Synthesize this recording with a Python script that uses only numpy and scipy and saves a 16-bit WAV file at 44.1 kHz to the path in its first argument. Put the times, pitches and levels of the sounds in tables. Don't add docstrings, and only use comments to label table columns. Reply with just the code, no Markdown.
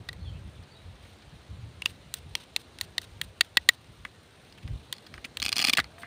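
import sys
import numpy as np
from scipy import signal
from scipy.io import wavfile

SR = 44100
rng = np.random.default_rng(int(sys.argv[2]) if len(sys.argv) > 2 else 0)


def file_out(sig):
    cols = np.atleast_2d(sig).T
    lim = np.clip(cols, -1, 1)
    pcm = np.round(lim * 32767).astype(np.int16)
    wavfile.write(sys.argv[1], SR, pcm)


def gain_from_decibels(decibels):
    exponent = np.asarray(decibels, float) / 20
    return 10 ** exponent


N = 267246

# (t/s, shell level/dB, cavity level/dB re shell, tick level/dB re shell, shell f/Hz)
HELD_TAPS = [(1.82, -33, -31, -15, 2830), (1.8547, -50, -17, -1, 3080), (1.8581, -21.5, -13.5, -16.5, 2970),
             (2.1397, -34, -13, 1.5, 3570), (2.3521, -26, -44, -13, 3230), (2.5624, -24, -13.5, -10, 3400),
             (2.7863, -45.5, -8, -8, 3360), (2.811, -29.5, -5.5, -5, 3500), (2.9804, -25, -5, -12, 3830),
             (3.0162, -53.5, -8, -1, 3880), (3.2139, -29.5, -4, -8, 3270), (4.9262, -31, -10.5, -7, 3770),
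             (5.3706, -32.5, -10, -9.5, 3690), (5.4, -35.5, -14, -11, 3640)]
RINGING_TAPS = [
    (0.0874, -35.5, -0.5, -15.5, 4050),
    (0.1291, -51, -0.5, -5.5, 3650),
    (3.4083, -17, -5, -10, 3900),
    (3.5702, -16, -3.5, -13, 3580),
    (3.6886, -15, 1.5, -7.5, 3610),
    (5.7706, -26, -3.5, -12.5, 3560),
    (5.7731, -24.5, -1.5, -8.5, 3220),
    (5.7991, -29.5, 2.5, -11, 4320),
]
# (t/s, shell level/dB, shell f/Hz, cavity level/dB re shell, contact/ms)
TOUCHES = [(0.632, -59.5, 3800, -23, 6.7), (1.051, -67, 2530, 9.5, 6.4), (1.218, -59, 3710, -5, 8.6),
           (4.0498, -42.5, 3100, 6.5, 2.4), (4.5232, -53.5, 4270, -13, 2.4), (4.5758, -52, 2410, -5, 7.3),
           (4.628, -55, 2950, -8, 5), (4.6768, -52, 2900, -1, 0.4), (4.937, -50, 3450, -23, 2.1),
           (4.949, -59, 4080, -15, 7.8), (4.9635, -54, 4220, -10, 2.9), (4.9816, -51, 4300, -14, 2),
           (5.065, -49.5, 4130, -6, 4.4), (5.14, -47, 3120, 1, 0.75), (5.178, -52, 2820, 6, 3.1),
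           (5.243, -44.5, 2560, -5, 1.8), (5.246, -35, 2600, -8, 6.4), (5.7508, -39.5, 3650, -7, 1.5),
           (5.783, -29, 2980, 6, 1.26), (5.7892, -29, 3730, 5.5, 2.1), (5.8418, -45.5, 4530, -2.5, 1.6),
           (5.9812, -59.5, 2740, 9, 5.7), (6.0165, -51, 3220, -5, 8.1), (6.0324, -57, 2630, 18, 0.51)]
# (t/s, shell level/dB, shell f/Hz, contact/ms)
HOOK_BUNCHES = [(5.419, -31.5, 3730, 0.44), (5.4254, -27, 4110, 1.6), (5.438, -39, 3680, 0.99),
                (5.4473, -37, 3800, 1.4), (5.4519, -31.5, 3400, 0.81), (5.462, -26, 3330, 0.85),
                (5.482, -32, 3400, 1), (5.4908, -30, 2960, 1.5), (5.5192, -35, 4090, 0.74),
                (5.5269, -24, 3760, 1.5), (5.5579, -35.5, 3520, 1.4), (5.5646, -27, 4400, 2.9),
                (5.5699, -33, 3370, 3), (5.5817, -27.5, 3860, 1.2), (5.5885, -40, 3420, 1.8),
                (5.5912, -25, 3500, 2.5), (5.599, -27.5, 3300, 1.9), (5.6048, -33.5, 3500, 1.8),
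                (5.6128, -32, 3350, 0.8), (5.6168, -28, 3970, 0.61), (5.6236, -25.5, 4260, 2.9),
                (5.6408, -24.5, 3750, 3.2), (5.6483, -21, 3970, 1.3), (5.662, -34, 4250, 3.3),
                (5.67, -25.5, 3400, 3.9), (5.6806, -31, 3630, 0.86), (5.6839, -24, 3310, 2.8),
                (5.6947, -20.5, 2960, 3.5), (5.7287, -37, 3410, 1.5), (5.733, -19, 3270, 3)]

# (f/Hz, level/dB)
TAP_THUD = [(520, -25.5), (780, -9.5), (1000, 10.5), (1240, 11.5), (1480, -5)]
# (f/Hz, level/dB)
JUMPING_THUD = [(300, -30), (480, -11), (700, -4), (1000, -3), (1240, 6.5), (1480, 4.5)]
# (f/Hz, level/dB)
PRESSED_THUD = [(260, 7), (480, -10), (800, 5.5), (1200, 10.5)]
# (f/Hz, level/dB)
HOLLOW = [(1620, -50), (1930, 13), (2200, -5)]
# (f/Hz, level/dB)
DAMPED_HOLLOW = [(1480, -39), (1730, 3), (2000, 4.5), (2250, -7)]
# (f/Hz, level/dB)
STRUCK_SHELL = [(2520, -65), (2780, 14), (3300, 5.5), (3700, 10), (3950, 9.5), (4380, 7.5), (4800, -44),
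                (5200, -30)]
# (f/Hz, level/dB)
TORN_SHELL = [(2540, 9), (2960, 3), (3350, 3), (3760, -16), (4300, 6.5), (4790, 4.5), (5200, -18)]
# (f/Hz, level/dB)
BRIGHT_TICK = [(5820, -10), (6350, -3.5), (7100, 3.5), (7700, -9.5), (8300, 2.5), (9100, 4), (9800, -10.5),
               (10400, -7.5), (11100, -10.5), (11900, -11), (12700, -9), (13500, -27), (14300, -3),
               (15100, -8)]
# (low f/Hz, high f/Hz)
RADIATED_BANDS = [(180, 1700), (1300, 2400), (2350, 6000), (5200, 17000)]
# (thud t/s, cavity t/s, shell t/s, tick t/s)
RINGING_T60 = (.013, .021, .009, .006)
# (thud t/s, cavity t/s, shell t/s, tick t/s)
DAMPED_T60 = (.014, .011, .009, .006)

# (start t/s, end t/s, level/dB, brightness level/dB)
STROKES = [(1.018, 1.133, -64, 1), (1.87, 1.917, -48.5, 2.5), (2.148, 2.193, -51, 3),
           (2.366, 2.442, -52.5, -2), (2.592, 2.619, -52, 3.5), (2.803, 2.854, -49, 0.5),
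           (3.016, 3.05, -44.5, 0), (3.23, 3.251, -50.5, 5), (3.43, 3.469, -57, -1),
           (3.59, 3.635, -59, -10), (3.70, 3.755, -52, -0.5), (5.427, 5.727, -49.5, -3),
           (5.77, 5.812, -38, -5), (5.986, 6.032, -57, 11.5)]
# (f/Hz, width f/Hz, level/dB)
STROKE_BODY = [(1440, 500, -6), (2770, 710, -3.5), (3850, 770, -1), (6170, 1200, -12)]
# (f/Hz, width f/Hz, level/dB)
STROKE_HISS = [(8720, 550, -0.5), (11200, 1500, -11.5), (14600, 2400, -12)]

# (t/s, level/dB)
STEADY_BREEZE = [(0.0, -69), (0.7, -55), (1.5, -58), (2.3, -58), (2.5, -59.5), (3.3, -60.5), (3.6, -67),
                 (4.5, -60), (5.0, -62.5), (6.06, -60.5)]
# (centre t/s, half length t/s, level/dB)
GUST_SWELLS = [(0.0, 0.025, -29.5), (0.13, 0.04, -47.5), (0.306, 0.12, -37), (0.47, 0.027, -38),
               (0.599, 0.031, -43.5), (0.888, 0.038, -43), (1.038, 0.039, -55), (1.275, 0.012, -48),
               (1.345, 0.014, -43.5), (1.528, 0.027, -40.5), (1.641, 0.054, -43), (1.92, 0.14, -51.5),
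               (2.098, 0.039, -54), (2.282, 0.063, -44), (2.844, 0.026, -49.5), (3.1, .06, -52),
               (3.245, .06, -46), (3.603, 0.062, -56.5), (3.906, 0.024, -45), (4.03, 0.037, -50.5),
               (4.656, 0.015, -30), (4.712, 0.03, -32.5), (4.75, .04, -43), (5.153, 0.034, -44.5),
               (5.433, 0.039, -48.5), (5.531, 0.01, -44), (5.813, 0.044, -51), (6.04, .04, -61)]
# (f/Hz, level/dB per Hz)
BUFFET_TONE = [(15, -36), (25, -15), (58, -1.5), (81, 1.5), (156, -11.5), (295, -28.5), (343, -33),
               (375, -52), (500, -37), (650, -40), (1100, -120)]
# (start t/s, length t/s, start f/Hz, end f/Hz, level/dB)
BIRD_NOTES = [
    (.2, 0.026, 4300, 4300, -59),
    (0.248, .05, 4360, 4360, -65),
    (0.246, 0.054, 3540, 2980, -53),
    (0.334, 0.021, 2520, 2640, -59),
    (.71, 0.023, 4540, 4600, -59),
    (0.751, 0.026, 3770, 3920, -53.5),
]
# (t/s, f/Hz, level/dB)
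DOVE_COO = [
    (5.88, 572, -72),
    (5.984, 688, -55),
    (6.032, 685, -53.5),
    (6.06, 700, -56),
]
# (t/s, level/dB)
HISS_SWELL = [(0.0, -56.5), (2.0, -56), (2.9, -55.5), (3.7, -57.5), (5.1, -55)]
# (f/Hz, level/dB per Hz)
HISS_TONE = [(60, 9), (110, 16.5), (200, 10.5), (500, 8.5), (1300, 1), (4200, -2), (4850, -11), (7600, -14),
             (8400, -17.5), (9200, -13), (9900, -24), (12300, -27), (15400, -38), (16500, -20)]


def rms_one(x):
    return x / np.sqrt(np.mean(x ** 2, axis=-1, keepdims=True) + 1e-20)


def drift(rate):
    r = np.exp(-2 * np.pi * rate / SR)
    wander = signal.lfilter([1], [1, -2 * r, r * r], rng.standard_normal(N + SR))
    return rms_one(wander[SR:])


def ring(force, hz, t60):
    r, w = gain_from_decibels(-60 / (t60 * SR)), 2 * np.pi * hz / SR
    return signal.lfilter([0, np.sin(w)], [1, -2 * r * np.cos(w), r * r], force + 1e-18)


def knocks(at, levels_db, centre_hz, contact_ms, body, t60s, chatter, focus_db, tail_db, tail_ms):
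    length = 2048
    ms = np.arange(length) / SR * 1000
    grip = np.exp(-(ms / np.reshape(contact_ms, (-1, 1))) ** 2) * (1 - np.exp(-ms / 0.18))
    grip = grip + gain_from_decibels(tail_db) * np.exp(-ms / tail_ms)
    knock = 0
    for part, (modes, t60, band, part_db) in enumerate(zip(body, t60s, RADIATED_BANDS, levels_db)):
        clicks = rng.standard_normal((len(at), length))
        force = grip * np.sign(clicks) * np.abs(clicks) ** chatter
        hz, mode_db = np.transpose(modes)
        strength_db = mode_db + 2.5 * rng.standard_normal((len(at), len(modes)))
        if part == 2:
            strength_db -= focus_db * np.log2(hz / np.reshape(centre_hz, (-1, 1))) ** 2
        sound = sum(gain_from_decibels(strength_db[:, [k]]) * ring(force, hz[k], t60) for k in range(len(modes)))
        sound = signal.sosfilt(signal.butter(2, band, "band", fs=SR, output="sos"), sound)
        knock = knock + rms_one(sound) * gain_from_decibels(part_db)[:, None] * np.sqrt(.01 * SR / length)
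    out = np.zeros(N + length)
    for s, one in zip(at, knock):
        start = round(s * SR)
        out[start:start + length] += one
    return out[:N]


def resonances(x, peaks):
    out = 0
    for k, (hz, width, level_db) in enumerate(peaks):
        r = np.exp(-np.pi * width / SR)
        poles = [1, -2 * r * np.cos(2 * np.pi * hz / SR), r * r]
        peak = signal.lfilter([(1 - r * r) / 2, 0, (r * r - 1) / 2], poles, x)
        out = out + (-1) ** k * gain_from_decibels(level_db) * peak
    return out


def coloured_noise(spectrum, patchy_db, rate, count):
    hz, level_db = np.transpose(spectrum)
    edges = hz[0] * 2 ** np.arange(0, np.log2(hz[-1] / hz[0]), 1 / count)
    white, out = rng.standard_normal((2, N)), 0
    flicker = drift(rate)
    for k, (low, high) in enumerate(zip(edges, edges[1:])):
        band = signal.sosfilt(signal.butter(2, [low, high], "band", fs=SR, output="sos"), white[k % 2])
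        centre_db = np.interp(np.log(low * high) / 2, np.log(hz), level_db)
        out = out + gain_from_decibels(centre_db + patchy_db * np.roll(flicker, k * N // 61)) * band
    return rms_one(out)


def glide(note):
    t, (s, hz, level_db) = np.arange(N) / SR, np.transpose(note)
    edge = np.interp(t, [s[0] - .008, s[0], s[-1], s[-1] + 0.016], [0, 1, 1, 0])
    phase = 2 * np.pi * np.cumsum(np.interp(t, s, hz)) / SR
    return edge * gain_from_decibels(np.interp(t, s, level_db)) * np.exp(1j * phase)


def taps():
    at, shell, cavity, tick, centre_hz = np.transpose(HELD_TAPS)
    thud_db = -17.5 + 0 * at
    return knocks(at, shell + [thud_db, cavity, 0 * at, tick], centre_hz, 2.1,
                  (TAP_THUD, HOLLOW, STRUCK_SHELL, BRIGHT_TICK), DAMPED_T60,
                  chatter=1.82, focus_db=104.0, tail_db=-16.5, tail_ms=4.6)


def free_taps():
    at, shell, cavity, tick, centre_hz = np.transpose(RINGING_TAPS)
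    thud_db = -14 + 0 * at
    return knocks(at, shell + [thud_db, cavity, 0 * at, tick], centre_hz, 3.5,
                  (JUMPING_THUD, HOLLOW, STRUCK_SHELL, BRIGHT_TICK), RINGING_T60,
                  chatter=1.88, focus_db=61.0, tail_db=-12.5, tail_ms=3.8)


def snaps():
    at, shell, centre_hz, contact_ms = np.transpose(HOOK_BUNCHES)
    middling = shell.mean()
    scatter_db = 1.6 * rng.standard_normal((len(at), 3)).T
    thud, cavity, tick = middling + 0.96 * (shell - middling) + scatter_db
    return knocks(at, [thud - 14.5, cavity - 17.5, shell, tick - 11], centre_hz, 1.58 * contact_ms,
                  (PRESSED_THUD, DAMPED_HOLLOW, TORN_SHELL, BRIGHT_TICK), DAMPED_T60,
                  chatter=2.0, focus_db=15.0, tail_db=-15.5, tail_ms=6.2)


def handling():
    at, shell, centre_hz, cavity, contact_ms = np.transpose(TOUCHES)
    tick_db = -14 + 0 * at
    return knocks(at, shell + [cavity - 5.5, cavity, 0 * at, tick_db], centre_hz, 1.7 * contact_ms,
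                  (PRESSED_THUD, DAMPED_HOLLOW, TORN_SHELL, BRIGHT_TICK), DAMPED_T60,
                  chatter=3.66, focus_db=31.0, tail_db=-16.5, tail_ms=10.5)


def slides():
    t = np.arange(N) / SR
    grain_db = 2 * np.minimum(rng.exponential(1, N), 5) + 2.5 * drift(90)
    grains = rng.standard_normal(N) * gain_from_decibels(grain_db)
    low = rms_one(resonances(grains, STROKE_BODY))
    high = rms_one(resonances(grains, STROKE_HISS))
    out = np.zeros(N)
    for start, end, level_db, bright_db in STROKES:
        times = [start - .004, start + 0.0033, end - .004, end + 0.0045]
        stroke = np.interp(t, times, [0.0091, 0.44, 0.59, 0.012])
        out += gain_from_decibels(level_db) * stroke * (low + gain_from_decibels(bright_db - 8.0) * high)
    return out


def breeze():
    t, (s, level_db) = np.arange(N) / SR, np.transpose(STEADY_BREEZE)
    edge = 1.5
    gusts = sum(gain_from_decibels(db) * np.exp(-np.abs((t - at) / half) ** edge) for at, half, db in GUST_SWELLS)
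    steady = gain_from_decibels(np.interp(t, s, level_db))
    return (steady + gusts) * coloured_noise(BUFFET_TONE, patchy_db=3.0, rate=11.6, count=3)


def birds():
    blur = .8 + .55 * (drift(110) + 1j * drift(110))
    swell_db = 8.5
    chirps = 0
    for s, d, a, b, db in BIRD_NOTES:
        chirps = chirps + glide([(s, a, db - swell_db), (s + d / 2, (a + b) / 2, db), (s + d, b, db - swell_db)])
    chirps = np.real(blur * chirps)
    scatter = rng.standard_normal(6000) * np.exp(-np.arange(6000) / 1800)
    echoes = gain_from_decibels(-29) * signal.fftconvolve(chirps, scatter)[:N]
    dove = np.sqrt(2) * np.real(glide(DOVE_COO))
    return chirps + echoes + dove


def surroundings():
    s, level_db = np.transpose(HISS_SWELL)
    swell = gain_from_decibels(np.interp(np.arange(N) / SR, s, level_db) + 1.0)
    return swell * coloured_noise(HISS_TONE, patchy_db=2.0, rate=8.6, count=6)


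def scene():
    toy = taps() + free_taps() + snaps() + handling() + slides()
    air = breeze() + birds() + surroundings()
    return (toy + air)[None]


def low_pass(x):
    return signal.sosfilt(signal.butter(12, 16830, fs=SR, output="sos"), x)


def record(dry):
    x = signal.sosfilt(signal.butter(3, 50, "high", fs=SR, output="sos"), dry)
    x = signal.sosfilt(signal.ellip(8, .5, 42, 15550, fs=SR, output="sos"), x)
    return low_pass(np.clip(x, -1, 1))


dry = scene()
out = record(dry)
file_out(out)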